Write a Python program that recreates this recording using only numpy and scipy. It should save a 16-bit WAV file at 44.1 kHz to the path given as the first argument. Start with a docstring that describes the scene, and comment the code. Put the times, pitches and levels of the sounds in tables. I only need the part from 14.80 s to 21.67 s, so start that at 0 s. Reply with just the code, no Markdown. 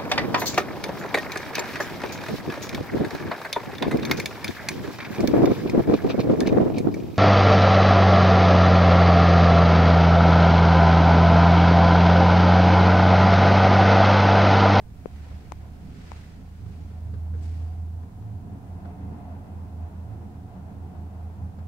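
"""A cable gondola's drone, heard inside the cabin high over a canyon: the rope shakes the cabin near its
lowest air mode, which swells and then throbs. Jolts make the next air mode boom, roof and walls rumble,
the floor shudders and the running gear whirrs down the hanger. Close by, over faint microphone hiss,
a sleeve slides, fingers click three times on the camera body by its left port, and small scuffs come and go."""
import sys
import numpy as np
from scipy import signal
from scipy.fft import rfft, irfft, next_fast_len
from scipy.io import wavfile
from scipy.ndimage import uniform_filter1d, map_coordinates

SR = 44100
rng = np.random.default_rng(int(sys.argv[2]) if len(sys.argv) > 2 else 0)


def materialize(psi):
    """Save the field psi as 16-bit PCM at rate SR to the path in sys.argv[1].

    A 1-D psi becomes a single channel; in a 2-D psi each row is a channel.
    """
    bounded = np.clip(np.atleast_2d(psi).T, -1, 1)
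    quanta = np.round(bounded * 32767).astype(np.int16)
    wavfile.write(sys.argv[1], SR, quanta)


N = 303038
TIME = np.arange(N) / SR


def amp(db):
    """Decibels to gain."""
    return 10 ** (np.asarray(db) / 20)


def unit(x):
    """x at rms 1."""
    return x / np.sqrt(np.mean(x ** 2) + 1e-20)


def along(points, hz):
    """A curve of (frequency, value) points, read on a log axis."""
    freqs, values = np.transpose(points)
    return np.interp(np.log(hz + 1), np.log(freqs + 1), values)


def automation(points):
    """Straight ramps between (time, value) points, one value per sample."""
    return np.interp(TIME, *np.transpose(points))


def wobble(rate):
    """A smooth random curve, rate knots a second."""
    knots = rng.standard_normal(int(N * rate / SR) + 4)
    return map_coordinates(knots, [TIME * rate])


def arch(start_s, length_s, taper=0.74):
    """A rounded envelope from 0 to 1 and back; more taper makes it more pointed."""
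    progress = (TIME - start_s) / length_s
    return np.where((progress > 0) & (progress < 1), np.abs(np.sin(np.pi * progress)) ** taper, 0)


def filtered(x, response):
    """x through an EQ given as gain against frequency."""
    size = next_fast_len(N + SR // 2)
    return irfft(rfft(x, size) * response(np.fft.rfftfreq(size, 1 / SR)), size)[..., :N]


def wide_noise(eq):
    """Noise of rms 1 shaped by an EQ curve in dB, independent left and right."""
    return unit(filtered(rng.standard_normal((2, N)), lambda hz: amp(along(eq, hz))))


# stereo image of the cabin air: f/Hz, left-right correlation
CABIN_CORRELATION = [(50, 0.92), (120, 0.94), (190, 1), (300, 0.58), (700, 0.67), (1200, -0.13),
                     (3000, -0.22)]
# lean of that image: f/Hz, left minus right/dB
CABIN_BALANCE = [(25, -9), (60, 2), (110, -6.5), (190, -1), (380, -1), (750, -0.5), (1300, 4.5), (2400, 0)]
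def cabin_noise(colour):
    """Random vibration of rms 1 in the cabin air: nearly mono in the bass, diffuse in the treble."""
    def mid_side_gains(hz):
        spread = np.arccos(np.clip(along(CABIN_CORRELATION, hz), -1, 1)) / 2
        return colour(hz) * np.array([np.cos(spread), np.sin(spread)])
    mid, side = filtered(rng.standard_normal((2, N)), mid_side_gains)
    stereo = np.array([mid + side, mid - side])
    return unit(filtered(stereo, lambda hz: pan(along(CABIN_BALANCE, hz))))


def pan(left_db):
    """Left and right gains for a level difference."""
    return amp(np.array([[1], [-1]]) * left_db / 2)


def levelled(x, window_s, slack=0.014):
    """Ride the gain so that the strength holds while the phase wanders."""
    power = uniform_filter1d(np.mean(x ** 2, axis=0), int(window_s * SR) + 1)
    return x / np.sqrt(np.abs(power) + slack)


def ringing(modes, window_s):
    """Steep-skirted resonances, steadily driven by noise and heard in the cabin."""
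    def colour(hz):
        powers = (amp(db) ** 2 / (1 + ((hz - centre) / width) ** 2) ** 2 for centre, width, db in modes)
        return np.sqrt(sum(powers))
    return levelled(cabin_noise(colour), window_s)


def drone_swell(peak_s=2.557, peak_db=-28, rise_db_per_s=19.5, sag_db_per_s=10, end_s=3.31, cut_s=0.087):
    """Envelope of the air mode as the rope locks onto it: it builds, sags, then breaks off."""
    slope_db = np.minimum(rise_db_per_s * (TIME - peak_s), sag_db_per_s * (peak_s - TIME))
    return amp(peak_db + slope_db) * np.clip((end_s - TIME) / cut_s, 0, 1)


# pitch line of the rope's vibration: t/s, f/Hz
ROPE_PITCH = [(0.0, 68.8), (0.21, 74.6), (0.69, 75.3), (1.43, 79.4), (3.27, 82.5), (3.39, 87.5),
              (3.79, 84.95), (3.96, 87.6), (4.19, 81.2), (4.42, 81.4), (4.61, 87.3), (4.88, 81.5),
              (6.87, 83.4)]
# single throbs of the drone: t/s, length/s, peak level/dB
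DRONE_THROBS = [(0.145, 0.085, -42), (0.28, 0.23, -38.5), (0.477, .15, -36.5), (.63, 0.38, -40.5),
                (0.967, 0.23, -45.5), (1.22, 0.25, -41), (3.35, 0.12, -38.5), (3.503, .13, -36),
                (3.623, 0.19, -40), (3.847, 0.16, -35.5), (4.0, .16, -37.5), (4.161, 0.24, -35.5),
                (4.42, 0.23, -36.5), (4.687, 0.22, -35.5), (4.89, 0.22, -33.5), (5.095, .21, -35.5),
                (5.311, .22, -38), (5.51, .22, -41.5), (5.749, 0.16, -38), (5.92, .21, -37.5),
                (6.149, 0.17, -34), (6.29, 0.3, -35.5), (6.57, .16, -33.5), (6.74, .15, -35)]
def rope_drone(rest_db=-54, waver_hz=0.705, flutter_db=1.27, left_db=-2.0):
    """The rope's strands shake the cabin near its lowest air mode: one long swell among short throbs."""
    throb_power = sum((amp(db) * arch(start_s, length_s)) ** 2 for start_s, length_s, db in DRONE_THROBS)
    envelope = np.sqrt(drone_swell() ** 2 + throb_power + amp(rest_db) ** 2)
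    pitch_hz = automation(ROPE_PITCH) + waver_hz * wobble(13)
    tone = unit(np.sin(2 * np.pi * np.cumsum(pitch_hz) / SR))
    return pan(left_db) * envelope * amp(flutter_db * wobble(25)) * tone


# fader ride for how hard the gear runs: t/s, level/dB (only its moves about the mean count)
GEAR_RIDE = [(0, -67), (.4, -62.5), (1.7, -64), (2.3, -61.5), (2.95, -60.5), (3.6, -58.5), (4.05, -54.5),
             (4.45, -53.5), (4.75, -56), (5.6, -56.5), (6.05, -55), (6.4, -57.5), (6.87, -58)]
def effort():
    """How much harder than usual the gear runs, in dB; a layer follows it by its growth, in dB per dB."""
    gear_db = automation(GEAR_RIDE)
    return gear_db - gear_db.mean()


# jolts of the cabin: t/s, length/s, air boom lift/dB, wall lift/dB
CABIN_JOLTS = [(0.992, .24, 1.5, 5), (1.538, .12, -4, 5.5), (1.757, .2, 15, 3), (1.96, 0.25, 7, 3),
               (2.212, 0.24, 10, 4), (2.477, .2, 9.5, 2.5), (3.316, 0.29, 10.5, -0.5), (3.57, 0.23, 5, 2.5),
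               (3.93, 0.23, 4, 1.5), (4.201, 0.2, 3, 5.5), (6.55, 0.18, 5, 2.5)]
def jolts():
    """Each jolt briefly shifts the levels: two curves in dB, for the air boom and for the walls."""
    return sum(np.outer([air_db, wall_db], arch(start_s, length_s))
               for start_s, length_s, air_db, wall_db in CABIN_JOLTS)


def air_boom(level_db=-47.5, mode_hz=108, width_hz=4, growth=0.39, unrest_db=2.5):
    """The cabin's next air mode booms with the jolts and beats against the drone."""
    jolt_db, _ = jolts()
    ring = ringing([(mode_hz, width_hz, 0)], window_s=0.12)
    return amp(level_db + growth * effort() + jolt_db + unrest_db * wobble(10)) * ring


# low resonances of the roof sheet: f/Hz, width/Hz, relative level/dB
ROOF_RESONANCES = [(148.9, 10.8, -7.5), (162.2, 4.8, -3.5)]
# low-mid resonances of the wall panels: f/Hz, width/Hz, relative level/dB
WALL_RESONANCES = [(188.1, 8.4, 0), (206.6, 12.3, -3), (238.3, 5.9, -7), (263.8, 7.5, -7.5),
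                   (274.6, 8.8, -7), (296.2, 13.6, -12.5), (346, 17.5, -14), (393.5, 12.7, -19),
                   (427, 11.4, -16.5), (473, 17.4, -20)]
def panel_rumble(roof_db=-51.5, wall_db=-48.5, roof_growth=0.25, wall_growth=0.69, unrest_db=1.0):
    """Roof and wall panels rumble in their modes, louder with the jolts and as the gear runs harder."""
    _, jolt_db = jolts()
    shake_db = jolt_db + unrest_db * wobble(10)
    roof_gain = amp(roof_db + roof_growth * effort() + 1.37 * shake_db)  # the roof swings further
    wall_gain = amp(wall_db + wall_growth * effort() + shake_db)
    roof = ringing(ROOF_RESONANCES, window_s=0.15)
    walls = ringing(WALL_RESONANCES, window_s=0.16)
    return roof_gain * roof + wall_gain * walls


# sub-heavy EQ of the floor: f/Hz, relative level/dB
FLOOR_EQ = [(8, -11.5), (20, 1), (31, -14), (46, 1.5), (60, 0.5), (72, -5), (100, -15), (135, -15.5),
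            (260, -50.5)]
def floor_shudder(level_db=-45.5, settle_db_per_s=1.0):
    """The floor's deep shudder, a bed that slowly settles."""
    shudder = levelled(cabin_noise(lambda hz: amp(along(FLOOR_EQ, hz))), window_s=0.27)
    return amp(level_db - settle_db_per_s * TIME) * shudder


# metallic resonances of the hanger: f/Hz, width/Hz, relative level/dB
HANGER_RESONANCES = [(631, 19, -5.5), (666, 26, -9.5), (712, 24.5, 1.5), (745, 10.6, 1), (817, 106, -6),
                     (885, 71, -14), (999, 59, -10), (1825, 14, -22), (2044, 48, -21.5), (2560, 130, -27)]
# midrange whirr of the rolling gear: f/Hz, relative level/dB
ROLLING_EQ = [(150, -29), (330, -3), (550, -1), (900, -4), (1150, -8), (1500, -10.5), (2000, -19),
              (3000, -24.5), (5000, -36), (10000, -57)]
def running_gear(ring_db=-58.5, roll_db=-59.0, ring_growth=1.1, roll_growth=0.87, unrest_db=1.42):
    """Rolling noise comes down the hanger; the harder the gear runs, the more it rings in the metal."""
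    effort_db = effort() + unrest_db * wobble(18)
    ring = ringing(HANGER_RESONANCES, window_s=0.64)
    roll = cabin_noise(lambda hz: amp(along(ROLLING_EQ, hz)))
    return amp(ring_db + ring_growth * effort_db) * ring + amp(roll_db + roll_growth * effort_db) * roll


# EQ of the microphones' noise floor: f/Hz, relative level/dB
HISS_EQ = [(1000, 8.5), (3000, -0.5), (4500, -1.5), (7000, -3.5), (10000, -5), (15500, -7)]
def microphone_hiss(level_db=-66, left_db=-4.0):
    """The microphones' own steady hiss, leaning right."""
    return pan(left_db) * amp(level_db) * wide_noise(HISS_EQ)


# EQ of rubbing cloth: f/Hz, relative level/dB
CLOTH_EQ = [(150, -25), (400, 16.5), (900, 5.5), (1400, 12.5), (2300, 10.5), (3600, 4.5), (4700, 5),
            (6500, -0.5), (8300, -2.5), (10000, -10), (16000, -23)]
# sleeve strokes: peak t/s, rise/s, fall/s, level before trim/dB, tilt (treble up, body down)/dB
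SLEEVE_STROKES = [(.44, 0.29, 0.48, -64.5, -2), (1.33, 0.27, 0.21, -59, -1), (2.0, 0.64, 0.41, -68, 0),
                  (2.64, .05, 0.084, -62.5, 6), (2.74, .13, 0.2, -63.5, 3)]
def sleeve_slide(trim_db=5, grain_db=1.15, split_hz=7000, roundness=1.3):
    """Cloth slides in soft strokes; a quick stroke has less body and more treble."""
    body_power, treble_power = np.zeros((2, N))
    for peak_s, rise_s, fall_s, db, tilt_db in SLEEVE_STROKES:
        from_peak = np.abs(TIME - peak_s) / np.where(TIME < peak_s, rise_s, fall_s)
        stroke = amp(db) * np.exp(-from_peak ** roundness)
        body_power += (stroke * amp(-tilt_db)) ** 2
        treble_power += (stroke * amp(tilt_db)) ** 2
    rub = wide_noise(CLOTH_EQ)
    treble = filtered(rub, lambda hz: hz ** 2 / (hz ** 2 + split_hz ** 2))
    strokes = treble * np.sqrt(treble_power) + (rub - treble) * np.sqrt(body_power)
    return amp(trim_db + grain_db * wobble(150)) * strokes


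def struck(blows, modes):
    """Blows ring heavily damped modes."""
    return filtered(blows, lambda hz: sum(
        amp(db) * width * centre / (centre ** 2 - hz ** 2 + 1j * hz * width)
        for centre, width, db in modes))


# tick of the hard case and thud of the soft fingertip, each: f/Hz, width/Hz, gain/dB
CASE_RESONANCES = [(960, 344, -2), (2120, 560, -18), (4377, 2500, -31), (6100, 980, -29)]
FINGERTIP_RESONANCE = [(462, 200, 0)]
# finger hits: t/s, tick drive/dB, contact low-pass f/Hz, thud drive/dB
FINGER_HITS = [(0.258, -2, 2400, 19.5), (0.7209, 13.5, 15100, -17), (1.3182, 9, 5960, -9)]
def finger_clicks(leak_hz=130, right_db=-26):
    """Each click is a dead knock on the camera's case, nearly all in the left port."""
    ticks, thuds = np.zeros((2, N))
    for at_s, tick_db, edge_hz, thud_db in FINGER_HITS:
        blow = np.arange(N) == round(at_s * SR)
        contact = signal.lfilter(*signal.butter(2, edge_hz, fs=SR), blow)  # a softer contact is duller
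        ticks += amp(tick_db) * contact
        thuds += amp(thud_db) * contact
    knock = struck(ticks, CASE_RESONANCES) + struck(thuds, FINGERTIP_RESONANCE)
    knock = filtered(knock, lambda hz: 1j * hz / (1j * hz + leak_hz))  # slow pressure leaks from the port
    return np.array([knock, amp(right_db) * knock])


# boxy EQ of the scuffs: f/Hz, relative level/dB
SCUFF_EQ = [(200, -35), (450, 17.5), (700, -16), (1000, -1), (1600, -3), (2600, -17.5), (4500, -16.5),
            (9000, -38), (15000, -45)]
# soft scuffs and creaks in the cabin: t/s, level/dB, time to fall 60 dB/s
SCUFF_CUES = [(0.513, -50.5, .1), (1.861, -49, 0.049), (2.102, -53, 0.13), (2.338, -50.5, .16),
              (2.538, -52, 0.3), (3.23, -52.5, 0.076), (3.424, -52, 0.078), (4.052, -50, 0.096),
              (6.787, -51, 0.083)]
def cabin_scuffs(attack_s=0.0006, grain_db=3, left_db=7.5):
    """Short grainy slips on the left, with a sharp attack and a quick tail."""
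    envelope = np.zeros(N)
    for start_s, db, t60 in SCUFF_CUES:
        age_s = np.maximum(TIME - start_s, 0)
        attack = 1 - np.exp(-age_s / attack_s)
        envelope += attack * amp(db - 60 * np.minimum(age_s / t60, 10))
    grain = amp(grain_db * wobble(300))
    return pan(left_db) * envelope * grain * cabin_noise(lambda hz: amp(along(SCUFF_EQ, hz)))


def sleeve_squeak(at_s=2.632, half_width_s=0.009, pitch_hz=7850, waver_hz=70, level_db=-66):
    """The weave zips for an instant as the quickest stroke starts."""
    phase = 2 * np.pi * np.cumsum(pitch_hz + waver_hz * wobble(180)) / SR
    envelope = np.exp(-((TIME - at_s) / half_width_s) ** 2)
    return amp(level_db) * envelope * np.sin(phase)


def scene():
    """The bed of the ride, with the small close-up sounds on top."""
    ride = rope_drone() + air_boom() + panel_rumble() + floor_shudder() + running_gear()
    close_up = microphone_hiss() + sleeve_slide() + finger_clicks() + cabin_scuffs() + sleeve_squeak()
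    return ride + close_up


def record(dry):
    """The camera's band limit: a brick-wall low-pass."""
    return filtered(dry, lambda hz: hz < 15750)


dry = scene()
out = record(dry)
materialize(out)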